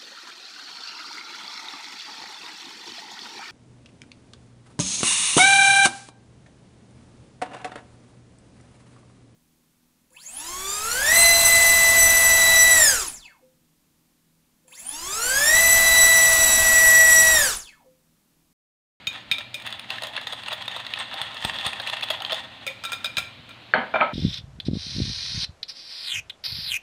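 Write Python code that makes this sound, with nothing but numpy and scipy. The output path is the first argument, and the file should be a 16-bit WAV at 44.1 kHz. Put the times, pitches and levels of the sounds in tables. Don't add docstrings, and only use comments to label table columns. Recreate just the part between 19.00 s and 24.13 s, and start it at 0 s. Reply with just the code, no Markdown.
import sys
import numpy as np
from scipy import signal
from scipy.fft import rfft, irfft, next_fast_len
from scipy.io import wavfile
from scipy.ndimage import uniform_filter1d, minimum_filter1d, map_coordinates

SR = 44100
rng = np.random.default_rng(int(sys.argv[2]) if len(sys.argv) > 2 else 0)


def magnitude_from_level(level_db):
    exponent = np.asarray(level_db, float) / 20
    return 10 ** exponent


def unload_wav(signal):
    wavfile.write(
        sys.argv[1],
        SR,
        np.round(np.clip(np.atleast_2d(signal).T, -1, 1) * 32767).astype(np.int16),
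    )


N = 226277

# frequency in Hz, level in dB per Hz.
FAN_SPECTRUM = [(15, -63), (25, -25.5), (108, -3.5), (172, -13), (192, -6.5), (296, -9), (399, -18),
                (470, -18), (524, -11.5), (1220, -16), (2820, -11), (4020, -13), (5570, -32.5),
                (14000, -47), (16500, -55)]
# frequency in Hz, level in dB rms.
FRIDGE_HUM = [(120, -61), (182, -72), (240, -67.5)]
# frequency in Hz, t60 in seconds.
ROOM_T60 = [(200, 0.56), (2000, 0.42), (5000, 0.34), (15000, 0.24)]

# start in seconds, level in dB, frequency in Hz, t60 in seconds.
THUMPS = [
    (0.075, -34.5, 130, 0.028),
    (0.316, -27.5, 130, 0.014),
    (2.214, -35.5, 130, 0.033),
    (2.449, -10.5, 137, 0.007),
    (2.664, -23, 130, 0.012),
    (3.318, -40, 130, 0.037),
    (4.176, -25, 130, 0.017),
    (4.394, -37, 130, 0.03),
]
# start in seconds, level in dB,
# frequency in Hz, t60 in seconds.
RIM_HUMS = [(.0705, -14, 3700, .045), (.0705, -20, 2530, .04), (.0705, -24, 3100, .04),
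            (.0705, -35, 6718, .07), (.075, -32, 2440, .25), (.3145, -22, 2369, .25),
            (.325, -26, 3600, .15), (.388, -25, 3650, .03), (.3145, -14, 3655, .06),
            (.3145, -20, 2560, .05), (.3145, -27, 3149, .06), (.384, -42, 581, .14),
            (.543, -42.5, 590, .16), (3.667, -32, 533, .2), (3.676, -29, 2246, .1), (3.687, -33, 2000, .03),
            (3.711, -33, 2400, .05), (3.839, -38, 1577, .1), (3.851, -32, 1346, .2),
            (3.851, -32, 2379, .22), (3.851, -30, 3779, .12), (3.92, -38, 5006, .14),
            (3.92, -33, 2420, .15), (3.92, -33, 1400, .06), (3.932, -30, 1346, .14),
            (3.932, -33, 3618, .18), (4.045, -26, 1550, .04), (4.046, -26, 3876, .065),
            (4.058, -29, 3790, .08), (4.058, -35, 4775, .04), (4.046, -31, 2500, .08),
            (4.058, -30, 2390, .16), (4.17, -21.5, 3900, .056), (4.172, -28, 5030, .04),
            (4.182, -21, 3960, .044), (4.183, -20, 2374, .12), (4.94, -21, 635, .2),
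            (4.941, -19, 1389, .35), (4.942, -23, 2363, .3), (4.958, -22, 1389, .25),
            (4.957, -41, 3575, .5)]
# start in seconds, level in dB, frequency in Hz, t60 in seconds.
WET_PINGS = [(1.165, -26, 4200, .02), (1.2705, -25, 3590, .05), (1.485, -36, 8290, .03),
             (1.529, -39, 9350, .03), (1.765, -26, 915, .03), (1.99, -34, 8290, .04),
             (1.998, -32, 8290, .03), (2.041, -30, 4050, .02), (2.055, -32, 3750, .02),
             (2.141, -33, 786, .12), (2.199, -30, 816, .08), (2.215, -31, 8290, .04),
             (2.449, -30, 8290, .03), (2.666, -29, 8290, .04), (3.103, -25, 645, .08),
             (3.208, -28, 773, .05), (3.33, -26, 640, .06), (1.03, -30, 600, .08), (1.11, -37, 850, .1)]

# start in seconds, peak in dB, blow frequency in Hz,
# blow t60 in seconds, shudder in dB re the blow.
KNOCKS = [
    (4.7376, 0, 1620, .012, -14.5),
    (4.76, -16, 900, .008, -10),
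    (4.78, -27, 237, .1, 4),
    (4.9445, -12, 800, .008, -14),
    (4.96, -12, 900, .008, -14),
    (5.005, -15, 1600, .02, -11),
    (5.011, -7, 2340, .014, -13),
    (5.016, -10, 1290, .09, -13),
    (5.022, -15, 960, .04, -12),
]
CUTLERY = [
    (4.74, -27, 4340, 0.045, -29),
]
# frequency in Hz, width in Hz, level in dB.
COUNTER_MODES = [(237, 30, 3), (641, 60, 0), (748, 50, -1), (931, 70, 1), (1290, 60, 0), (1534, 100, 1),
                 (2094, 80, 2), (2256, 80, 2), (2929, 120, -4), (3112, 70, 0), (4300, 140, 6)]
# frequency in Hz, level in dB per Hz.
KNOCK_SPECTRUM = [(59, -54), (100, -16), (236, -8), (407, -6), (647, 0), (866, -2.5), (1310, -4.5),
                  (3840, -17.5), (4330, -32), (6000, -79), (7800, -103), (13200, -120)]

# start in seconds, peak in dB, then levels in dB of the modes
# under 1.9 kHz, over 3 kHz, over 4.6 kHz.
RIM_TAPS = [(0.0695, -18, -14.5, 2, -9), (0.1294, -35, -1.5, 1.5, -5), (0.3135, -12, -15, 2, -10.5),
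            (0.3831, -27, -6, 7, -5.5), (0.5424, -24.5, -22, 5.5, -1.5), (3.6656, -21, -10.5, -2, -6),
            (3.6754, -21.5, -14.5, -0.5, -11), (3.8378, -26.5, -3, 2.5, 0.5), (3.8504, -24.5, -6, 3, -2.5),
            (3.9189, -23.5, -3, -0.5, 0), (3.9309, -25, 0, 6.5, -1.5), (4.0441, -22.5, -2, 5.5, -2.5),
            (4.0574, -22, -11, 3, -7.5), (4.169, -17, -9.5, 3, -6.5), (4.1814, -15.5, -6, -6, -4.5),
            (4.4909, -38, -2.5, -21, -3), (4.5082, -40.5, 0, 6, -13), (4.939, -25, 11.5, -13, -33.5),
            (4.9564, -20, 7, -14, -37)]
# t60 under the wires in seconds, level of the tail after it in dB.
TAP_HOLDS = [(.03, -7), (.04, -5), (.045, -5), (.04, -5), (.04, -5), (.04, -5), (.04, -5), (.04, -3),
             (.05, -3), (.04, -3), (.05, -4), (.03, -4), (.04, -4), (.035, -5), (.05, -5), (.04, -5),
             (.04, -5), (.04, -3), (.04, -3)]
# frequency in Hz, level in dB, t60 in seconds.
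RIM_MODES = [(538, 0.5, 0.16), (595, -10, .15), (648, 2.5, 0.1), (759, -5, 0.29), (1043, -11.5, 0.42),
             (1353, -2, 0.41), (1374, 3, 0.171), (1627, -2, 0.13), (2026, -41.5, 0.1), (2360, 0.5, 0.49),
             (2443, 5, 0.26), (2610, -3.5, 0.16), (2750, -32.5, 0.3), (3130, -8.5, 0.061),
             (3300, -0.5, 0.038), (3590, -5, 0.074), (3604, 7.5, 0.17), (3807, 7, 0.049), (5030, 1, 0.05),
             (6634, -2, 0.1), (7740, -13, 0.056), (8410, -1.5, 0.092), (9340, -10, 0.037),
             (11100, -15, 0.15), (11200, -24, 0.053), (12100, -20, 0.05), (13570, -28, .07),
             (15300, -6, 0.089)]

# frequency in Hz, width in Hz, level in dB.
WET_MODES = [(640, 50, -5), (790, 60, -4), (915, 50, -5), (1030, 50, -5), (1265, 50, -6), (1840, 150, -3),
             (2710, 150, -3), (3440, 330, 0), (6600, 150, -21), (8290, 180, -14), (9350, 170, -25),
             (10200, 80, -25), (11400, 200, -28), (13800, 300, -27), (15000, 600, -30)]
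# start in seconds, peak in dB, loudest mode in Hz,
# brightness over 4.8 kHz in dB.
TIP_TICKS = [(.622, -30.5, 2430, -9), (.6739, -20, 1720, -16), (.726, -19, 3470, -13.5),
             (.7946, -23, 3400, -12), (.9044, -15, 2460, -15), (.9646, -35, 1760, -22),
             (.9831, -21, 1770, -24), (1.165, -16.5, 2700, -16.5), (1.4356, -25, 2480, -19),
             (1.4618, -22.5, 3130, -29), (1.8482, -28.5, 3490, -27), (1.8666, -19.5, 3500, -17.5),
             (1.905, -27, 1850, -17), (1.9384, -20, 2600, -25), (1.9884, -26, 3530, -6),
             (2.083, -32, 3600, -35), (2.2157, -13, 3420, -16), (2.3684, -26, 3640, -26),
             (2.3784, -27, 3150, -15), (2.4256, -21, 3120, -45), (2.5428, -23, 3370, -19),
             (2.5623, -23, 2750, -24), (2.5869, -16, 3450, -21), (2.611, -22, 2620, -16),
             (2.7322, -17.5, 2470, -17), (2.873, -16.5, 2710, -13.5), (2.969, -22.5, 2600, -17),
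             (3.0099, -22.5, 1790, -16), (3.0861, -22, 2800, -21), (3.2487, -23, 3350, -32),
             (.6, -30, 2390, -12), (.705, -33, 3000, -6), (.959, -26, 2840, -18), (1.623, -24, 3220, -18),
             (1.657, -32, 2500, -10), (1.714, -25, 3110, -22), (1.801, -30, 2600, -10),
             (2.416, -25, 3150, -20), (2.678, -22, 3400, -12), (2.817, -30, 3000, -8),
             (3.026, -19, 2600, -20), (3.039, -20, 3400, -12), (3.115, -20, 3200, -14),
             (3.263, -23, 3300, -20), (3.33, -16, 3300, -20)]
LOOP_SLAPS = [(.6652, -23, 1700, -8), (.8447, -31, 1900, -32), (1.022, -18.5, 3540, -12),
              (1.0356, -19.5, 3430, -8.5), (1.0701, -23.5, 3350, -9.5), (1.1351, -33, 2560, -16),
              (1.2132, -27.5, 3590, -8), (1.4837, -16.5, 2750, -15), (1.5079, -24, 2340, -28),
              (1.68, -17.5, 3600, -14), (1.9744, -20.5, 1790, -31), (2.1408, -24, 3640, -9.5),
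              (2.344, -28, 3580, -9), (2.449, -11, 3300, -12), (2.4965, -19.5, 1770, -22),
              (2.6655, -17, 3450, -2.5), (2.7982, -25, 1530, -19), (2.8984, -18, 3400, -12),
              (2.9358, -21.5, 1700, -20), (2.9948, -29, 1740, -20), (3.2038, -24, 3520, -24),
              (3.221, -19.5, 2880, -12.5), (3.2965, -21.5, 2420, -31), (3.3026, -19.5, 3220, -33),
              (3.3444, -21.5, 3470, -8), (3.382, -26.5, 1800, -24), (3.4386, -34, 1840, -19),
              (1.3325, -18, 3300, -16), (2.113, -27, 1680, -25), (.65, -30, 1600, -25),
              (3.31, -20, 3080, -20), (2.866, -24, 1600, -20)]
WIRE_DRAGS = [(1.177, -22, 1670, -32), (1.2704, -20, 3590, -14), (1.3242, -19, 3400, -13),
              (1.5281, -19.5, 3530, -11.5), (1.7634, -20.5, 3690, -13.5), (2.6514, -18, 3500, -23),
              (2.7993, -21, 3770, -21), (3.0311, -17.5, 3230, -16), (3.1024, -13, 3300, -11.5),
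              (3.3214, -13.5, 3560, -13.5)]
WIRE_SNAPS = [
    (1.1777, -21, 1690, -27),
    (1.938, -12, 3180, -25),
    (2.4975, -19, 1860, -20),
    (3.25, -13, 3250, -25),
]

# time in seconds, effort in dB.
CHURN_EFFORT = [(0.5, -58), (0.58, -53), (0.8, -43.5), (1.1, -41), (1.6, -42.5), (2.1, -47), (2.5, -41),
                (2.95, -39.5), (3.28, -49), (3.48, -50.5), (3.64, -43), (3.68, -74)]
# peak time in seconds, scrape in dB, time to lose 10 dB in seconds,
# grit over 4.8 kHz in dB.
SWEEPS = [(0.157, -30, 0.035, -21), (0.345, -33, 0.03, -14.5), (0.41, -36, 0.01, -20),
          (0.674, -32.5, 0.07, -20), (0.912, -33.5, .05, -20.5), (1.032, -38, 0.19, -16),
          (1.172, -32, 0.06, -27), (1.278, -29, 0, -29), (1.336, -38.5, 0.26, -15),
          (1.52, -31.5, 0.04, -22), (1.759, -35, 0.28, -19.5), (1.988, -33.5, 0.11, -21),
          (2.222, -29, 0.1237, -22), (2.364, -35.5, 0.18, -22), (2.44, -27, 0.045, -12.5),
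          (2.664, -26.5, 0.11, -18), (2.799, -32.5, 0.0572, -23), (2.884, -24.5, 0.05, -17.5),
          (3.034, -31, 0.09, -22), (3.106, -27.5, 0.0564, -22), (3.245, -35, 0.12, -33),
          (3.329, -27.5, 0.0761, -18), (3.705, -43, 0.06, -14), (3.87, -42, 0.07, -14),
          (3.945, -41, 0.06, -14), (4.065, -39.5, 0.06, -14), (4.2, -34.5, 0.05, -16.5)]
# frequency in Hz, level in dB per Hz.
SCRAPE_SPECTRUM = [(240, -41), (400, -21), (777, -7), (1380, -9.5), (1820, -3), (2300, -7), (3450, -1),
                   (5430, -20), (7630, -21.5), (8370, -20), (12100, -41.5), (13900, -33), (16000, -52)]


def unit(x):
    return x / np.sqrt(np.mean(x ** 2) + 1e-20)


def along(points, hz):
    f, v = np.transpose(points)
    return np.interp(np.log(hz + 1), np.log(f + 1), v)


def wobble(rate_hz, size=N):
    knots = rng.standard_normal(int(size * rate_hz / SR) + 4)
    return map_coordinates(knots, [np.arange(size) * rate_hz / SR])


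def filtered(x, response):
    m = next_fast_len(len(x) + 4096)
    return irfft(rfft(x, m) * response(np.fft.rfftfreq(m, 1 / SR)), m)[:len(x)]


def resonances(modes, spread_db):
    gains = [magnitude_from_level(db + spread_db * rng.standard_normal()) for _, _, db in modes]
    return lambda f: sum(g * 1j * f * width / (hz * hz - f * f + 1j * f * width)
                         for g, (hz, width, _) in zip(gains, modes))


def balanced(x, edges_hz, levels_db):
    out = 0
    for low_hz, high_hz, db in zip(edges_hz, edges_hz[1:], levels_db):
        band = signal.sosfilt(signal.butter(3, (low_hz, high_hz), "band", fs=SR, output="sos"), x)
        out = out + magnitude_from_level(db) * band / np.abs(band).max()
    return out


def burst(contact_s, size):
    t = np.arange(size) / SR
    rattle = rng.standard_normal(size) * np.abs(rng.standard_normal(size))
    return magnitude_from_level(-20 * t / max(contact_s, 3e-4)) * (1 - np.exp(-t / 0.0005)) * rattle


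def add(track, start_s, sound):
    part = track[round(start_s * SR):][:len(sound)]
    part += sound[:len(part)]


def floor():
    z = signal.stft(rng.standard_normal(N), nperseg=512)[2]
    patches = uniform_filter1d(rng.standard_normal(z.shape), size=6, axis=0)
    patches = uniform_filter1d(patches, size=12, axis=1)
    noise = signal.istft(z * magnitude_from_level(1.2 * unit(patches)), nperseg=512)[1][:N]
    fan = unit(filtered(noise, lambda f: magnitude_from_level(along(FAN_SPECTRUM, f))))
    out = magnitude_from_level(-47.5 + 0.64 * wobble(3.1)) * fan
    t = np.arange(N) / SR
    for hz, db in FRIDGE_HUM:
        level = np.sqrt(2) * magnitude_from_level(db + 2.9 * wobble(5.22))
        out += level * np.sin(2 * np.pi * hz * t + 0.38 * wobble(11))
    return out


def kitchen(x):
    out, step = np.zeros(N), SR // 5
    for start in range(-step, N, step):
        hz, t, z = signal.stft(rng.standard_normal(SR // 2), SR, nperseg=256)
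        tail = signal.istft(z * magnitude_from_level(-60 * t / along(ROOM_T60, hz)[:, None]), SR, nperseg=256)[1]
        at = np.arange(max(start, 0), min(start + 2 * step, N))
        piece = x[at] * np.sin(np.pi * (at - start) / (2 * step))
        add(out, at[0] / SR + .004, signal.fftconvolve(piece, tail / np.linalg.norm(tail)))
    return out


def thumps():
    out, t = np.zeros(N), np.arange(SR // 4) / SR
    for s, db, hz, t60_s in THUMPS:
        add(out, s, -magnitude_from_level(db + 2.0 - 60 * t / t60_s) * np.sin(2 * np.pi * hz * t))
    waver_db, rise_s = 2.5, .0005
    for s, db, hz, t60_s in RIM_HUMS + WET_PINGS:
        swell, drift = wobble(70, size=len(t)), wobble(60, size=len(t))
        level = magnitude_from_level(db + waver_db * swell - 60 * t / t60_s) * (1 - np.exp(-t / rise_s))
        add(out, s, level * np.sin(2 * np.pi * hz * t + .9 * drift))
    return out


def knocks():
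    out, t = np.zeros(N), np.arange(SR // 2) / SR
    shudder_t60_s = 0.21
    body = resonances(COUNTER_MODES, spread_db=0)
    for s, db, hz, t60_s, shudder_db in KNOCKS + CUTLERY:
        onset = 1 - np.exp(-(t / 0.00042) ** 2)
        blow = -magnitude_from_level(-60 * t / t60_s) * onset * np.sin(2 * np.pi * hz * t)
        noise = rng.standard_normal(len(t)) * magnitude_from_level(3 * wobble(150, size=len(t)))
        noise = unit(filtered(noise, lambda f: magnitude_from_level(along(KNOCK_SPECTRUM, f)) * (0.37 + body(f))))
        shudder = magnitude_from_level(shudder_db - 60 * t / shudder_t60_s) * noise * (1 - np.exp(-t / 0.0011))
        add(out, s, magnitude_from_level(db) * (blow / np.abs(blow).max() + shudder))
    return out


def taps():
    out, t = np.zeros(N), np.arange(SR // 5) / SR
    held_db = -10
    waver_db, tail_share = 4, .6
    hz, level_db, t60_s = np.transpose(RIM_MODES)[:, :, None]
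    for (s, db, low_db, upper_db, top_db), (touch_t60_s, tail_db) in zip(RIM_TAPS, TAP_HOLDS):
        knots = np.repeat(rng.standard_normal((2, len(RIM_MODES), 20)), 600, axis=2)
        swell, drift = uniform_filter1d(knots, size=600, axis=2)[..., :len(t)]
        touch = magnitude_from_level(-60 * t / touch_t60_s)
        tail = magnitude_from_level(tail_db + waver_db * swell - 60 * t / (tail_share * t60_s))
        phase = 2 * np.pi * hz * t + 1.61 * (drift - .3 * drift[:, :1])
        ring = np.sum(magnitude_from_level(level_db) * (touch + tail) * np.sin(phase), axis=0)
        jangle = magnitude_from_level(8.5) * burst(0.0045, size=len(t)) + magnitude_from_level(6) * burst(.025, size=len(t))
        jangle = filtered(jangle, lambda f: magnitude_from_level(6) / (1 + 1j * f / 5000) / (1 + 1200 / (1j * f + 1)))
        levels_db = db + np.array([low_db + held_db, low_db, 0, upper_db, top_db])
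        add(out, s, balanced(ring + jangle, [400, 900, 1900, 3000, 4600, 15500], levels_db))
    return out


def wall_contacts(contacts, low_db, contact_s):
    out = np.zeros(N)
    airy_db = -9
    for s, db, hz, high_db in contacts:
        modes = [(mode_hz, width + 120, 0) for mode_hz, width, _ in WET_MODES]
        spot = resonances(modes + [(hz, 200, 9)], spread_db=4)
        sound = filtered(burst(contact_s, size=3000), lambda f: (0.13 + spot(f)) / (1 + 1j * f / 7000))
        top_db = high_db + airy_db + 1.8 * rng.standard_normal()
        levels_db = db + np.array([low_db, 0, high_db, top_db])
        add(out, s - .001, balanced(sound, [500, 1500, 4800, 10500, 15500], levels_db))
    return out


def clicks():
    return (wall_contacts(TIP_TICKS, low_db=-24.5, contact_s=0.0061)
            + wall_contacts(LOOP_SLAPS, low_db=-7.5, contact_s=0.0061)
            + wall_contacts(WIRE_DRAGS, low_db=-8, contact_s=0.016)
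            + wall_contacts(WIRE_SNAPS, low_db=-25, contact_s=0.0016))


def stirring():
    t = np.arange(N) / SR
    rise_over_fall, churn_grit_db = 0.79, -23.5
    churn = magnitude_from_level(np.interp(t, *np.transpose(CHURN_EFFORT), -99, -99))
    body, grit = churn, churn * magnitude_from_level(churn_grit_db)
    for s, db, fade_s, grit_db in SWEEPS:
        swell = magnitude_from_level(db - 10 * np.maximum((s - t) / rise_over_fall, t - s) / fade_s)
        body, grit = np.hypot(body, swell), np.hypot(grit, swell * magnitude_from_level(grit_db))
    return body, grit


def scrape():
    body, grit = stirring()
    slosh_db = -6
    hits = (rng.random(N) < 1200 / SR) * rng.standard_normal(N)
    grains = hits * magnitude_from_level(4.2 * np.minimum(rng.exponential(size=N), 3))
    rub = unit(grains) * 0.59 + rng.standard_normal(N) * magnitude_from_level(4.0 * wobble(60))
    rub = rub * magnitude_from_level(1.8 * wobble(28))
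    glass = resonances([(hz, width, -4 * (hz > 4800)) for hz, width, _ in WET_MODES], spread_db=0)
    rub = filtered(rub, lambda f: magnitude_from_level(along(SCRAPE_SPECTRUM, f)) * (.8 + glass(f)))
    low = unit(filtered(rub, lambda f: f < 1500))
    mid = unit(filtered(rub, lambda f: (f >= 1500) & (f < 4800)))
    high = unit(filtered(rub, lambda f: f >= 4800))
    return magnitude_from_level(-3.5) * (body * (mid + magnitude_from_level(slosh_db) * low) + grit * high)


def scene():
    settles_s, muted_db = 5.008, -14
    free = magnitude_from_level(np.interp(np.arange(N) / SR, [settles_s, settles_s + .012], [0, muted_db]))
    bowl = scrape() + clicks() + free * taps() + knocks() + free * thumps()
    return (bowl + magnitude_from_level(-10.5) * kitchen(bowl) + floor())[None]


def low_pass(x):
    return signal.sosfilt(signal.butter(12, 16670, fs=SR, output="sos"), x)


def record(dry):
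    x = signal.sosfilt(signal.butter(4, 50, "high", fs=SR, output="sos"), dry)
    x = signal.sosfilt(signal.butter(12, 15800, fs=SR, output="sos"), x)
    need = np.minimum(1, .9 / (np.abs(x) + 1e-9))
    ahead = np.roll(minimum_filter1d(need, size=1000, axis=1), -300, axis=1)
    gain = uniform_filter1d(ahead, size=160, axis=1)
    return low_pass(x * gain)


dry = scene()
out = record(dry)
unload_wav(out)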